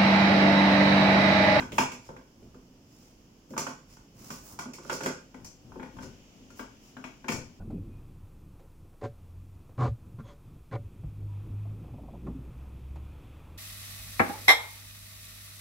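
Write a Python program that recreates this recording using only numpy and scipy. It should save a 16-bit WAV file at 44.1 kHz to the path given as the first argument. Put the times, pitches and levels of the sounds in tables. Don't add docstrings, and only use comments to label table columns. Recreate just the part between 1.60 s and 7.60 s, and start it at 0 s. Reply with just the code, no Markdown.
import sys
import numpy as np
from scipy import signal
from scipy.fft import rfft, irfft, next_fast_len
from scipy.io import wavfile
from scipy.ndimage import uniform_filter1d

SR = 44100
rng = np.random.default_rng(int(sys.argv[2]) if len(sys.argv) > 2 else 0)


def master(y):
    cut = np.clip(np.atleast_2d(y).T, -1, 1)
    pcm = np.round(cut * 32767)
    wavfile.write(sys.argv[1], SR, pcm.astype(np.int16))


N = 264467
TIME = np.arange(N) / SR

# (frequency [Hz], relative density [dB])
MURMUR_SPECTRUM = [(15, -38), (27, -34), (35, -0.5), (49, 3), (61, -30), (88, -2), (120, -9.5), (260, -4.5),
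                   (400, -12.5), (700, -20), (1200, -25), (2500, -34.5), (3900, -36.5), (5200, -24),
                   (7000, -32), (8800, -41.5), (15500, -36)]
MURMUR_DB, MURMUR_PAN_DB = -58.5, -2
# (frequency [Hz], relative level [dB])
HISS_SPECTRUM = [(500, 4), (1500, -7.5), (3000, 4), (4000, -8), (5200, -2.5), (7000, -1.5), (8500, -19.5),
                 (15000, -21)]
# (time [s], level [dB])
HISS_LEVEL = [(0, -69.5), (3.7, -66), (3.95, -67.5), (4.5, -61), (5.5, -63.5), (6, -66)]
# (frequency [Hz], level [dB], t60 [s])
KITCHEN = [(121, -2, 0.48), (289, -5.5, 0.36), (900, -2.5, 0.37), (2230, -3, 0.36), (5900, 1, 0.37),
           (13400, -5.5, 0.21)]

# (time [s], left minus right level [dB])
HANDS_SIDE = [(0, -0.5), (.2, -2), (.6, -2), (1.9, -1.5), (3.45, -2), (3.8, 3.5), (6, 3.5)]
HOUSING_PAN_DB = 1

# (frequency [Hz], relative level [dB])
RUMBLE_SPECTRUM = [(40, -5), (80, -3), (120, 3.5), (170, -1.5), (260, 1), (400, -11), (650, -16),
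                   (1400, -26.5), (2500, -42.5)]
# (time of greatest strength [s], length [s], level before rumble trim [dB])
SHOVES = [(0, 0.04, -29.5), (0.167, 0.23, -42.5), (0.846, 0.23, -54), (2.68, 0.44, -53),
          (2.956, 0.16, -52.5), (3.845, .2, -51), (4.168, 0.38, -50), (4.431, 0.36, -47), (4.824, 0.4, -63),
          (5.774, 0.15, -37.5)]
RESTING_DB = -59.5

# (start time [s], length [s], level before rub trim [dB], share of light fingertip hiss [0-1])
RUBS = [(0, 0.13, -63, 0.5), (.11, 0.13, -40.5, 0.92), (0.405, 0.1, -56, 0.1), (1.214, 0.35, -59.5, 0.5),
        (1.883, 0.082, -56.5, 0.9), (2.262, 0.1, -54.5, 0.4), (2.535, 0.3, -45.5, 0.68),
        (2.802, 0.16, -43.5, 0.94), (3.2, 0.2, -47, .1), (4.396, 0.07, -50.5, .02),
        (4.95, 0.072, -48.5, 0.75), (5.182, 0.15, -57.5, 0.44)]
RUB_PEAK = 0.62
# (frequency [Hz], relative level [dB])
FINGERTIPS = [(300, -2.5), (1200, 4), (2800, -19.5), (4000, -10), (6300, -0.5), (9000, -4), (12000, -6.5),
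              (15000, 1.5)]
SKID_DB, SKID_S, SKID_LIGHT = -3, 0.047, 0.36

# (frequency [Hz], relative level [dB])
PLASTIC = [(70, -13.5), (150, -2), (230, 1), (450, -1.5), (680, -3), (950, 11), (1500, 0), (1900, 0.5),
           (2500, 2), (3300, -7.5), (3900, -10.5), (5200, -7.5), (7100, -5.5), (8400, -16.5),
           (12500, -20.5), (15200, -22)]
# (frequency [Hz], relative level [dB], t60 before joint friction [s])
MODES_OF_MACHINE = [(117, -20.5, .2), (152.2, 0.5, 0.19), (209, -10, 0.19), (246, 5.5, 0.12),
                    (304.3, -2, 0.07), (379.2, 1.5, 0.23), (449, -12, 0.091), (510.2, -2, 0.15),
                    (530, -17.5, 0.15), (660, -13.5, 0.4), (694.4, -8.5, 0.18), (890, 6.5, 0.041),
                    (1000, 1.5, 0.042), (1189, 5, 0.021), (1420, -6.5, 0.14), (1500, -6.5, 0.12),
                    (1572, -2.5, 0.051), (2014, -18, 0.034), (2245, -5.5, 0.11), (2260, -3, 0.17),
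                    (2421, -1.5, 0.15), (2880, -15, 0.083), (3270, 2.5, 0.052), (5330, 2, 0.11),
                    (5100, -3, 0.19), (5630, -3.5, 0.057), (5920, 0.5, 0.11), (6900, -6, 0.19),
                    (7040, -2.5, 0.22)]
# (trim [dB], dense ring t60 at usual strength [s], dense ring against modes [dB], build-up [s])
PARTS = [(-0.5, 0.15, 1, 0.0076), (-1.5, 0.029, -1.5, 0.0014), (-0.5, 0.071, 5, 0.0024),
         (-0.5, 0.11, 6, 0.0007)]
EDGES_HZ = [70, 620, 1800, 4200, 17000]
# (time [s], strength [dB],
# weight behind it [dB re strength], hardness [dB re strength], clack pitch [Hz])
BLOWS = [(0.003, -33, -4, -15, 1500), (0.022, -37, -4, -23, 1910), (0.119, -44.5, 7, -4.5, 3200),
         (0.181, -23, -8, -10.5, 2580), (0.183, -15.5, -5.5, -18, 830), (0.317, -43, 0, -3, 2570),
         (0.489, -40, -0.5, -34, 940), (0.564, -45, -4.5, -21.5, 1840), (0.826, -66.5, 14, -3, 1490),
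         (0.944, -53.5, 6.5, -15, 1200), (1.904, -56, 16, -2, 1220), (1.936, -43.5, 0, -27, 1020),
         (1.965, -33, -7, -22, 1210), (1.977, -27.5, -6.5, -3.5, 1280), (2.066, -30.5, -6.5, -15, 1370),
         (2.368, -53, -8, -9, 1210), (2.703, -36, -4.5, -8.5, 1200), (2.989, -32, -12.5, -9, 1200),
         (3.057, -43, 6, -30, 1190), (3.134, -54.5, 4.5, 10, 2500), (3.183, -45.5, -2, -24, 1250),
         (3.248, -46, 1, -34, 1240), (3.296, -26.5, -11, -16.5, 1400), (3.31, -37.5, 3.5, -11, 1430),
         (3.327, -41.5, 3.5, 4, 1200), (3.406, -33.5, -4, -12.5, 1460), (3.433, -38.5, 2, -1, 1530),
         (3.459, -24, -3.5, -14, 1450), (3.743, -46.5, 4.5, -16, 1990), (3.845, -56.5, -14, 11, 1420),
         (4.119, -45.5, -22, -35, 1090), (4.157, -46.5, 6.5, -37, 965), (4.196, -41.5, 0.5, -30, 1900),
         (4.228, -39.5, -3, -21, 1920), (4.367, -47, -11, -16, 980), (4.386, -41.5, -2, -25, 1550),
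         (4.429, -45.5, 3, -9, 1450), (4.903, -52.5, -2, -5, 1420), (4.993, -34.5, -3, -18.5, 1410),
         (5.367, -41.5, 0, -20.5, 1490), (5.44, -37.5, -3, -16, 2400), (5.643, -41, -1.5, -25.5, 1710),
         (5.682, -31.5, -6.5, -6, 2560), (5.689, -32, 6, -20, 2430), (5.719, -35.5, -0.5, -1.5, 1500)]
THUD_HZ, SEATING_THUD_HZ = 245.4, 515
SEATING_START_S, SEATING_END_S = 3.28, 3.5
RIM_DB, RIM_HARD_SHARE, RIM_DB_PER_OCTAVE, USUAL_CLACK_HZ = -7, 0.32, 10.5, 1400
FRICTION_T60_S, FRICTION_AT_DB = 0.2, -13

TOP_HZ = 15900


def undb(db):
    return 10 ** (np.asarray(db) / 20)


def unit(x):
    return x / np.sqrt(np.mean(x ** 2))


def freqs(size):
    return np.maximum(np.arange(size // 2 + 1) * SR / size, 1)


def colour(x, points):
    hz, db = np.transpose(points)
    length = x.shape[-1]
    size = next_fast_len(length, True)
    gain = undb(np.interp(np.log(freqs(size)), np.log(hz), db))
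    return irfft(rfft(x, size) * gain, size)[..., :length]


def band(x, lo_hz, hi_hz, order=4):
    limits = [lo_hz, min(hi_hz, SR / 2 - 1000)]
    return signal.sosfilt(signal.butter(order, limits, "band", fs=SR, output="sos"), x)


def diffuse(size, alike_hz=720, bass_alike=0.98):
    padded = next_fast_len(size, True)
    alike = min(bass_alike, 1) * np.exp(-(freqs(padded) / alike_hz) ** 4)
    noise = rfft(rng.standard_normal((2, padded)))
    mid, side = noise * np.sqrt([1 + alike, 1 - alike])
    return irfft(np.array([mid + side, mid - side]), padded)[:, :size] / np.sqrt(2)


def fade(t, t60):
    return np.exp(-np.log(1000) * t / t60)


def lean(pan_db):
    return undb(np.array([[1], [-1]]) * pan_db / 2)


def hands_db(s):
    return np.interp(s, *np.transpose(HANDS_SIDE))


def stroke(start, length, peak):
    turn = start + length * np.clip(peak, .01, .99)
    ramp = np.interp(TIME, [start, turn, start + length], [0, 1, 0])
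    return np.sin(np.pi / 2 * ramp)


def room_tone():
    murmur = unit(colour(diffuse(N), MURMUR_SPECTRUM)) * undb(MURMUR_DB) * lean(MURMUR_PAN_DB)
    hiss = unit(colour(diffuse(N), HISS_SPECTRUM))
    return murmur + hiss * undb(np.interp(TIME, *np.transpose(HISS_LEVEL)))


def kitchen(dry, first_echo_s=0.0105, build_s=0.00033):
    t = TIME[:SR]
    hz, wet_db, t60 = np.transpose(KITCHEN)
    spectrum = rfft(diffuse(len(t)))
    log_bins = np.log(freqs(len(t)))
    onset = 1 - np.exp(-np.maximum(t - first_echo_s, 0) / build_s)
    tail = 0
    for share, db, decay in zip(np.eye(len(hz)), wet_db, t60):
        shape = onset * fade(t, decay)
        noise = irfft(spectrum * np.interp(log_bins, np.log(hz), share), len(t))
        tail = tail + undb(db) * noise * shape / np.sqrt(np.sum(shape ** 2))
    return signal.fftconvolve(dry, tail, axes=1)[:, :N]


def rumble(trim_db=-3, swell=2.9):
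    effort = undb(RESTING_DB)
    for s, length, db in SHOVES:
        effort = effort + undb(db) * stroke(s - 0.5 * length, length, 0.42) ** swell
    shaking = unit(colour(diffuse(N), RUMBLE_SPECTRUM))
    return shaking * effort * undb(trim_db) * lean(hands_db(TIME) + HOUSING_PAN_DB)


def rubs(grain_db=3.5, trim_db=-5, swell=1.01, rasp_hz=4700, edge_width_hz=170, edge_db=-4, skid_peak=0.073):
    steps = TIME[::100]
    grip = undb(grain_db * np.interp(TIME, steps, rng.standard_normal(len(steps))))
    catches = diffuse(N) * grip
    edge = 0
    for hz, db, _ in MODES_OF_MACHINE:
        if hz > EDGES_HZ[-2]:
            edge = edge + undb(db) * band(catches, hz - edge_width_hz / 2, hz + edge_width_hz / 2, order=1)
    scrape = unit(band(colour(catches, PLASTIC), rasp_hz, TOP_HZ, order=1))
    rasp = unit(scrape + undb(edge_db) * unit(edge))
    hiss = unit(colour(diffuse(N) * grip, FINGERTIPS))
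    slides = [(*row, RUB_PEAK) for row in RUBS]
    skids = [(s, SKID_S, db + hard_db + SKID_DB, SKID_LIGHT, skid_peak)
             for s, db, _, hard_db, _ in BLOWS]
    rasp_power, hiss_power = 0, 0
    for start, length, db, light, peak in slides + skids:
        power = (undb(db + trim_db) * stroke(start, length, peak) ** swell) ** 2
        light = np.clip(light, 0, 1)
        rasp_power = rasp_power + (1 - light) * power
        hiss_power = hiss_power + light * power
    return lean(hands_db(TIME)) * (np.sqrt(rasp_power) * rasp + np.sqrt(hiss_power) * hiss)


def blow(levels_db, spots_hz, pans_db, spot_db=7, spot_width=0.2, scatter_db=2.5, detune=0.00666,
         port_spread=1.04, chatter=0.068, usual_db=-38):
    t = TIME[:SR // 4]
    hz, db, t60 = np.transpose(MODES_OF_MACHINE)
    bins = freqs(len(t))
    chance = rng.standard_normal((3, len(hz)))
    nearness = sum(np.exp(-(np.log(bins / spot) / spot_width) ** 2) for spot in spots_hz)
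    favour = undb(spot_db * nearness)
    size = undb(db + scatter_db * chance[0]) * np.interp(hz, bins, favour)
    tuned_hz = hz * (1 + detune * chance[1])
    waves = np.exp(2j * np.pi * tuned_hz[:, None] * t) * fade(t, t60[:, None])
    skew = port_spread * np.minimum(hz / 800, 2) ** 2 * chance[2]
    weights = size * np.exp(1j * np.array([skew, -skew]) / 2)
    crowd = rfft(colour(diffuse(len(t)), PLASTIC)) * favour
    out = []
    for lo_hz, hi_hz, part, level_db, pan_db in zip(EDGES_HZ, EDGES_HZ[1:], PARTS, levels_db, pans_db):
        trim_db, ring_t60, crowd_db, rise_s = part
        own = (hz >= lo_hz) & (hz < hi_hz)
        modes = (weights[:, own] @ waves[own]).imag
        clatter = fade(t, ring_t60 * undb(chatter * (level_db - usual_db)))
        dense = irfft(crowd * ((bins >= lo_hz) & (bins < hi_hz)), len(t)) * clatter
        build_up = 1 - np.exp(-t / rise_s)
        ring = lean(pan_db) * (unit(modes) + undb(crowd_db) * unit(dense)) * build_up
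        peak = np.sqrt(uniform_filter1d(np.mean(ring ** 2, axis=0), size=256).max())
        out.append(undb(level_db + trim_db) * ring / peak)
    return np.array(out)


def knocks():
    parts = np.zeros((len(PARTS), 2, N + SR))
    for s, db, weight_db, hard_db, clack_hz in BLOWS:
        octaves = np.clip(np.log2(clack_hz / USUAL_CLACK_HZ), -.3, 1)
        rim_db = RIM_DB + RIM_HARD_SHARE * hard_db + RIM_DB_PER_OCTAVE * octaves
        thud_hz = SEATING_THUD_HZ if SEATING_START_S < s < SEATING_END_S else THUD_HZ
        levels_db = db + np.array([weight_db, 0, rim_db, hard_db])
        pans_db = hands_db(s) + np.array([HOUSING_PAN_DB, 0, 0, 0])
        sound = blow(levels_db, [thud_hz, clack_hz], pans_db)
        size = sound.shape[-1]
        sound[:2] *= fade(TIME[:size], FRICTION_T60_S * undb(FRICTION_AT_DB - db))
        start = max(int(s * SR), 0)
        parts[..., start:start + size] += sound
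    return sum(band(x[:, :N], lo / np.sqrt(2), hi * np.sqrt(2), order=2)
               for x, lo, hi in zip(parts, EDGES_HZ, EDGES_HZ[1:]))


def scene():
    handling = knocks() + rubs() + rumble()
    return handling + kitchen(handling) + room_tone()


def record(dry):
    return signal.sosfilt(signal.ellip(10, .2, 80, TOP_HZ, fs=SR, output="sos"), dry)


dry = scene()
out = record(dry)
master(out)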